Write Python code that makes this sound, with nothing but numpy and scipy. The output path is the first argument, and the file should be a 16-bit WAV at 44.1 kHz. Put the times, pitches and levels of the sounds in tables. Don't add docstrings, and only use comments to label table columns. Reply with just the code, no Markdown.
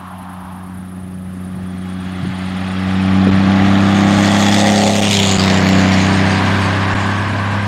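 import sys
import numpy as np
from scipy import signal
from scipy.fft import rfft, irfft, next_fast_len
from scipy.io import wavfile
from scipy.ndimage import uniform_filter1d, map_coordinates

SR = 44100
rng = np.random.default_rng(int(sys.argv[2]) if len(sys.argv) > 2 else 0)


def file_out(sig):
    cols = np.atleast_2d(sig).T
    lim = np.clip(cols, -1, 1)
    pcm = np.round(lim * 32767).astype(np.int16)
    wavfile.write(sys.argv[1], SR, pcm)


N = 338247
T = np.arange(N) / SR

PASS_S, SPEED_M_S, LANE_M = 5.06, 16, 6
BOUNCE_M2 = .68
PIPE_PASS_S, PIPE_GAP_M = 5.19, 3
SOUND_M_S = 343
FIRST_FIRING, KNOCK_LEADS = .62, .39
CREST_DB = 11
TOP_HZ = 15780

# (time [s], firing rate at the truck [Hz])
FIRING_RATE = [(0, 87.73), (2.3, 88.1), (3.3, 91.32), (4.3, 96.27), (5.1, 99.35), (5.95, 99.45),
               (6.8, 102.64), (7.67, 105.56)]
# (time [s], exhaust [dB], engine knock [dB])
TRUCK_LEVEL = [(0, -35, -49), (.6, -31.5, -50.5), (1.2, -28, -53), (1.8, -25, -45), (2.35, -24, -35),
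               (2.8, -19.5, -32), (3.2, -12, -29), (3.5, -12.5, -27), (3.85, -12, -26), (4.3, -13.5, -24),
               (4.8, -15, -23.5), (5.15, -18, -21.5), (5.5, -14.5, -22), (5.75, -12.5, -24),
               (6.2, -16.5, -25), (6.7, -23, -25.5), (7.2, -25.5, -30), (7.67, -25.5, -32.5)]
# (distance past the microphone [m], firing multiples 1 to 6 [dB],
# uneven lines [dB], rumble [dB]), all over the exhaust level
EXHAUST_COLOUR = [(-82, -3.5, 0, -14.5, -27, -48, -42, -20, -8.5),
                  (-58.5, -6.5, 0, -15.5, -21, -52, -32, -15, -10.5),
                  (-36, -5.5, 0, -11.5, -23.5, -27.5, -26, -19.5, -12.5),
                  (-15.5, -7, 0, -8.5, -29, -27, -27, -7, -16.5),
                  (-1, -6.5, 0, -11, -9.5, -15, -15, -8, -15),
                  (2.5, -3, 0.0042, -16, -9.5, -16, -32, -6, -9.5),
                  (10, -6.5, 0, -10, -20, -25, -29, -8, -15), (26, 4.5, 0, -4.5, -11.5, -30, -33, -1, -3),
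                  (39, 5.5, 0, -15, -27, -17, -27, -2, -2)]
# (multiple of shaft speed, relative level [dB])
UNEVEN_LINES = [(2, -41), (4, -20), (5, -8.5), (7, -13.5), (8, -13), (10, -16), (11, -20), (13, -22),
                (14, -24), (16, -18), (17, -20), (19, -18), (20, -19.5), (21, -20), (22, -21), (23, -17),
                (24, -24.5), (25, -23.5), (26, -35)]
# (frequency [Hz], relative level [dB])
RUMBLE_COLOUR = [(15, -18), (40, -11), (80, -0.5), (140, 2), (260, 2.5), (380, -10.5), (520, -35)]
# (distance past the microphone [m], tyre roar [dB], hiss [dB]), both over the knock
NOISE_BALANCE = [(-78, 7.5, -17), (-59, 8.5, -12), (-41, 1.5, -17), (-24.5, 5, -20), (-15.5, 3.5, -9),
                 (-11, 2.5, -2), (-2.5, -8, 0), (1.5, -2.5, 1.5), (7, -0.5, -4), (15.5, 5.5, -4.5),
                 (29, 2, -12), (30, 4, -11)]
# (time [s], sharpness [0-1])
SHARPNESS = [(0, .1), (2.8, .15), (3.9, .4), (4.6, .68), (5.1, .85), (5.4, .85), (5.8, .45), (6.5, .2),
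             (7.67, .12)]
# (frequency [Hz], relative level [dB per Hz])
ROAR_AHEAD = [(220, -2), (380, -3.5), (444, -19.5), (582, -4.5), (668, -1), (786, 0), (848, 1.5),
              (925, -9.5), (1160, -0.5), (1560, -6.5), (1700, -4), (2210, -18), (3740, -120)]
ROAR_BEHIND = [(220, -25), (380, -1.5), (395, 5.5), (454, -19), (525, -8), (576, 1), (622, 1.5), (888, 2),
               (1020, 3.5), (1360, -2.5), (1610, 1.5), (1990, -2.5), (2400, -5), (3120, -11.5),
               (5280, -120)]
# (frequency [Hz], relative level [dB])
KNOCK_COLOUR = [(710, -7), (1200, -2), (1550, -6), (1910, 2), (2220, 0.5), (3610, -4), (4470, -10),
                (5400, -14), (7020, -25.5), (11900, -120)]
HISS_AHEAD = [(2650, -0.5), (4500, 2), (5500, -1), (6310, 1.5), (7170, -0.5), (8620, -3.5), (9800, -17),
              (12500, -26.5), (16200, -62), (22000, -120)]
HISS_BEHIND = [(2650, -1), (4500, 3.5), (5900, -4.5), (6800, 0.5), (8000, -3.5), (9300, -13),
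               (10300, -20.5), (11000, -25), (12500, -33), (16000, -55)]
# (time [s], centre [Hz], depth [dB])
DARK_BAND = [(1.8, 5500, 0), (2.3, 5750, -5), (3.2, 6340, -3), (3.5, 7000, -6), (5.3, 9500, 0),
             (5.55, 8600, -11), (6, 7850, -11), (6.5, 7420, -7), (6.9, 7200, -1)]
# (frequency [Hz], relative level [dB])
CAR_LEVEL = [(0, -34), (.3, -35.5), (.6, -38), (.9, -50), (1.3, -60), (1.8, -86)]
CAR_COLOUR = [(260, -69), (450, -39), (737, -3), (1090, -2.5), (1500, -13), (1700, -17), (2000, -32),
              (3100, -25), (5130, -54), (7000, -54), (9100, -82), (15400, -120)]
# (first chirp [s], chirp period [s], wing pitch [Hz], width [Hz], steepness of its flanks)
HIGH_SONG = (0.074, .1113, 10600, 2700, 2.2)
MIDDLE_SONG = (0.038, 0.11, 10160, 1400, 4)
LOW_SONG = (0.0964, .1124, 9400, 1450, 2.5)
# (time [s], level [dB])
HIGH_LEVEL = [(0, -53.5), (.5, -53), (1, -56.5), (1.5, -56), (1.9, -65)]
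MIDDLE_LEVEL = [(0, -69), (.5, -69), (.9, -56), (1.4, -58), (1.65, -68)]
LOW_LEVEL = [(0, -66), (.9, -59), (1.5, -56), (2.5, -53), (3.7, -54.5), (5, -74), (6.5, -52), (7.67, -55.5)]
# (time in the chirp before a 9 ms lag [s], relative level [dB])
WING_STROKES = [(-.004, -13), (0.032, -14), (.071, -30)]
# (frequency [Hz], relative level [dB])
FLOOR_COLOUR = [(20, -16), (300, -18), (2000, -20), (6000, -22), (12000, -19), (16000, -19)]
# (time [s], peak level [dB], pitch [Hz], length [s])
WIND_THUMPS = [(.44, -32, 80, 0.043), (1.557, -27, 130, 0.03), (1.588, -33, 180, 0.017),
               (2.234, -12.5, 147, 0.016), (2.252, -18, 335, 0.0088), (2.274, -12, 189, 0.0079),
               (2.305, -19, 121, .025), (2.565, -22, 171, 0.016), (3.27, -9, 244, 0.008),
               (3.273, -10, 483, 0.0058), (3.291, -12, 387, 0.0061), (3.34, -18, 119, 0.024),
               (3.39, -11, 180, 0.013), (3.449, -18, 200.5, .025), (3.693, -22, 130, .025)]
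# (time [s], pitch [Hz], level [dB])
GEAR_WHINE = [(1.3, 3330, -85), (1.55, 3320, -62), (1.9, 3350, -52), (2.17, 3330, -49), (2.3, 3340, -54),
              (3, 3300, -48), (4, 3390, -44), (4.4, 3365, -49)]
# (time [s], level [dB])
BLOCK_MODES = [(810, 167, 5.5), (1920, 350, 0.5), (3424, 360, -0.5), (6840, 710, -11.5)]
BLOCK_LEVEL = [(1.5, -66), (2.5, -63), (3.2, -41), (4, -30), (4.5, -20), (4.9, -31), (5.15, -38),
               (5.399, -68)]
# (time [s], level [dB])
GROWL_MODES = [(553, 150, -0.14), (690, 160, 0.47), (806, 26, -1.8)]
GROWL_LEVEL = [(3.2, -81), (4, -42), (4.5, -31), (4.64, -21.5), (4.95, -22), (5.08, -30.5), (5.3, -36.5),
               (5.6, -27), (6.2, -40), (6.7, -40), (7, -66)]
# (multiple of shaft speed, relative level [dB])
PURR_LINES = [(16, 0), (17, -9), (19, -10), (20, -3), (22, -2), (23, -9), (25, -9)]
# (time [s], pitch at the truck [Hz], level [dB])
TURBO_WHISTLE = [(3.3, 10200, -110), (3.36, 10300, -64), (3.6, 10880, -68), (3.95, 11420, -65),
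                 (4.35, 11790, -61), (4.75, 11800, -58), (4.97, 11740, -63), (5.1, 11700, -95),
                 (5.42, 11560, -95), (5.52, 11550, -62), (5.85, 11600, -67), (6.05, 11640, -110)]
# (frequency [Hz], relative level [dB])
EDGE_LEVEL = [(3.5, -69), (3.9, -60), (4.45, -48), (4.75, -53), (5.15, -45), (5.45, -56), (5.7, -54),
              (6.15, -65), (6.6, -57), (7.1, -82)]
EDGE_COLOUR = [(9000, -20), (11000, -2), (13000, -6), (16000, -12)]
# (time [s], level [dB])
TYRE_MODES = [(1067, 340, -0.27), (1560, 300, -0.73)]
TYRE_LEVEL = [(5.4, -61), (5.9, -33), (6.4, -23.5), (6.8, -23.5), (7.2, -23), (7.67, -25.5)]
# (time [s], nominal peak [dB], top edge over it before a 16 dB lift [dB])
HARD_KNOCKS = [(4.3849, -4, -36), (4.5434, -8, -27), (4.672, -8, -36), (4.6984, -10, -34),
               (4.7094, -5, -31), (4.8344, 0, -35), (4.9541, 2, -35), (5.1003, -14, -32),
               (5.1322, -10, -34), (5.1403, -9, -32), (5.198, 2, -33), (5.211, -7, -31), (5.241, -1, -37),
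               (5.3218, -2, -32), (5.3847, -6, -36), (5.458, 1, -37), (5.6894, -3, -30), (6.1084, -9, -37),
               (6.1984, -13, -36), (6.5944, -13, -30)]
# (time of silence [s], length [s])
DROP_OUTS = [(3.3082, 0.011), (5.01, 0.0097), (5.378, 0.01), (6.9456, 0.0094)]


def amp(db):
    return 10 ** (np.asarray(db) / 20)


def unit(x):
    return x / np.sqrt(np.mean(x ** 2) + 1e-20)


def curves(rows):
    s, *cols = np.transpose(rows)
    return [np.interp(T, s, c) for c in cols]


def by_place(rows):
    m, *cols = np.transpose(rows)
    return [np.interp(SPEED_M_S * (T - PASS_S), m, c) for c in cols]


def wobble(rate):
    return map_coordinates(rng.standard_normal(int(N * rate / SR) + 4), [T * rate])


def filtered(x, response):
    m = next_fast_len(N + 8192)
    return irfft(rfft(x, m) * response(np.fft.rfftfreq(m, 1 / SR)), m)[:N]


def shape(points):
    f, db = np.transpose(points)
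    return lambda hz: amp(np.interp(np.log(hz + 1), np.log(f + 1), db, -120, -120))


def rush(points, patchy_db, gate=1, size=10):
    z = signal.stft(gate * rng.standard_normal(N), nperseg=512)[2]
    across_pitch = uniform_filter1d(rng.standard_normal(z.shape), 6, 0)
    patches = unit(uniform_filter1d(across_pitch, size, 1))
    noise = signal.istft(z * amp(patchy_db * patches), nperseg=512)[1][:N]
    return unit(filtered(noise, shape(points)))


def ringing(modes, gate):
    def response(f):
        return sum(amp(db) * (1j * f * w / (c * c - f * f + 1j * f * w)) ** 2 for c, w, db in modes)
    return unit(filtered(gate * rng.standard_normal(N), response))


def tone(rows, drift_hz, flutter_db, shift=1):
    hz, db = curves(rows)
    phase = 2 * np.pi * np.cumsum(shift * hz + drift_hz * wobble(60)) / SR
    return np.sqrt(2) * amp(db + flutter_db * wobble(24.55)) * np.sin(phase)


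def doppler():
    along = SPEED_M_S * (T - PIPE_PASS_S)
    receding = SPEED_M_S * along / np.hypot(PIPE_GAP_M, along)
    return 1 / (1 + receding / SOUND_M_S)


def shaft_lines(lines, turn, level_db, level_rate, phase_rad, phase_rate):
    return sum(amp(db + level_db * wobble(level_rate))
               * np.cos(k * turn / 3 + .7 * k * k + phase_rad(k) * wobble(phase_rate))
               for k, db in lines)


def firing_gate(firings):
    count = firings.astype(int)[-1] + 2
    cylinder_db = np.resize([1.5, 0.5, 3.8, 0.0, 3.7, 2.5], count)
    strength_db = 1.5 * rng.standard_normal(count) + cylinder_db
    knocks = firings + KNOCK_LEADS
    after = np.mod(knocks, 1)
    burst = unit(amp(strength_db[knocks.astype(int)]) * after * np.exp(-after / 0.24))
    sharp = curves(SHARPNESS)[0]
    return lambda depth: unit(1 + np.clip(depth * sharp, 0, 1) * (burst - 1))


def exhaust(turn):
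    *multiples_db, uneven_db, rumble_db = curves(TRUCK_LEVEL)[0] + by_place(EXHAUST_COLOUR)
    beat = 0
    for k, db in enumerate(multiples_db, 1):
        level = amp(db + 0.28 * wobble(12) + 0.85 * (k - 1.5) * wobble(5))
        beat = beat + np.sqrt(2) * level * np.cos(k * turn + 0.11 * (k - 1) * wobble(3.16))
    uneven = unit(shaft_lines(UNEVEN_LINES, turn, 1.3, 5, lambda k: 0.079 * k, 5))
    return beat + amp(uneven_db) * uneven + amp(rumble_db) * rush(RUMBLE_COLOUR, 2.2)


def off_road(x):
    distance = np.hypot(LANE_M, SPEED_M_S * (T - PASS_S))
    share = .5 * np.exp(-((T - PASS_S - .12) / .24) ** 2)
    late = map_coordinates(x, [(T - BOUNCE_M2 / distance / SOUND_M_S) * SR])
    return (x + share * late) / np.sqrt(1 + share ** 2)


def shaded(x):
    hz, t, z = signal.stft(x, SR, nperseg=256)
    s, centre_hz, depth_db = np.transpose(DARK_BAND)
    band = np.exp(-((hz[:, None] - np.interp(t, s, centre_hz)) / 520) ** 2)
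    return signal.istft(z * amp(band * np.interp(t, s, depth_db)), SR, nperseg=256)[1][:N]


def knock_roar_and_hiss(gate):
    knock_db = curves(TRUCK_LEVEL)[1]
    roar_db, hiss_db = knock_db + by_place(NOISE_BALANCE)
    angle = np.pi / 4 * (1 + np.tanh((T - PASS_S) / 0.082))
    ahead, behind = np.cos(angle), np.sin(angle)
    roar = ahead * rush(ROAR_AHEAD, 0.82, gate(0.48)) + behind * rush(ROAR_BEHIND, 1.66, gate(0.11))
    knock = rush(KNOCK_COLOUR, 1.9, gate(1), size=2)
    hiss = ahead * rush(HISS_AHEAD, 2.5, gate(1), size=4) + behind * rush(HISS_BEHIND, 2.664, gate(1))
    flicker_db = 1.6 * wobble(30)
    noise = amp(roar_db) * roar + amp(knock_db + 0.13 * flicker_db) * knock
    noise = noise + amp(hiss_db + flicker_db) * hiss
    return shaded(off_road(noise))


def receding_car():
    return amp(curves(CAR_LEVEL)[0]) * rush(CAR_COLOUR, 1.1)


def cricket(song, level):
    start, period, hz, width, steep = song
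    since = np.mod(T - start + period / 4 + 0.0018 * wobble(5.4), period) - period / 4
    swell = sum(amp(db) * np.exp(-((since - s - .009) / 0.0096) ** 2) for s, db in WING_STROKES)
    rasp = filtered(rng.standard_normal(N), lambda f: 1 / (1 + np.abs((f - hz) / (width / 2)) ** steep))
    return amp(curves(level)[0] + 1.3 * wobble(25)) * unit((swell + 0.065) * rasp)


def field():
    return amp(-61.5) * rush(FLOOR_COLOUR, 1.1)


def wind():
    s, db, hz, length = np.transpose(WIND_THUMPS)[..., None]
    offsets = np.arange(-SR // 16, SR // 16)
    t = offsets / SR
    puffs = -amp(db) * np.exp(-(2 * t / length) ** 2) * np.cos(2 * np.pi * hz * t + 0.44)
    at = (s * SR).astype(int) + offsets
    return np.bincount(at.ravel(), puffs.ravel(), N)[:N]


def gear_whine():
    return tone(GEAR_WHINE, 18, 3)


def engine_block(gate):
    return amp(curves(BLOCK_LEVEL)[0]) * ringing(BLOCK_MODES, gate(1))


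def tailpipe_growl(turn, gate):
    purr = shaft_lines(PURR_LINES, turn, 1.5, 8, lambda k: .5, 8)
    level = amp(curves(GROWL_LEVEL)[0] + 2.1 * wobble(20))
    return level * (ringing(GROWL_MODES, gate(0.39)) + amp(-2.5) * purr)


def turbo():
    return tone(TURBO_WHISTLE, 30, 3, doppler())


def knock_edge(gate):
    return amp(curves(EDGE_LEVEL)[0] + 2.5 * wobble(30)) * rush(EDGE_COLOUR, 2, gate(.9))


def tyre_cavities():
    return amp(curves(TYRE_LEVEL)[0] + 0.62 * wobble(7)) * ringing(TYRE_MODES, 1)


def hard_knocks():
    s, db, top_db = np.transpose(HARD_KNOCKS)[..., None]
    offsets = np.arange(SR // 40)
    t = offsets / SR
    at = ((s * SR).astype(int) + offsets).ravel()
    decay = (1 - np.exp(-t / 0.00037)) * amp(-60 * t / 0.013)
    body, top = (np.bincount(at, (amp(level) * decay).ravel(), N) for level in (db, db + top_db))
    noise = body * rush(KNOCK_COLOUR, 0.91) + amp(16) * top * rush(EDGE_COLOUR, 1)
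    return amp(-CREST_DB) * noise


def scene():
    firings = FIRST_FIRING + np.cumsum(curves(FIRING_RATE)[0] * doppler()) / SR
    turn = 2 * np.pi * firings
    gate = firing_gate(firings)
    truck = exhaust(turn) + knock_roar_and_hiss(gate) + gear_whine() + engine_block(gate)
    truck = truck + tailpipe_growl(turn, gate) + turbo() + knock_edge(gate) + tyre_cavities() + hard_knocks()
    verge = cricket(HIGH_SONG, HIGH_LEVEL) + cricket(MIDDLE_SONG, MIDDLE_LEVEL) + cricket(LOW_SONG, LOW_LEVEL)
    return (truck + receding_car() + verge + field() + wind())[None]


def record(dry):
    for s, length in DROP_OUTS:
        dry = dry * np.sin(np.pi * np.clip((T - s) / length, -.5, .5)) ** 2
    clipped = dry / (1 + np.abs(dry / 1.4) ** 8) ** (1 / 8)
    return filtered(clipped[0], lambda hz: hz < TOP_HZ)[None]


dry = scene()
out = record(dry)
file_out(out)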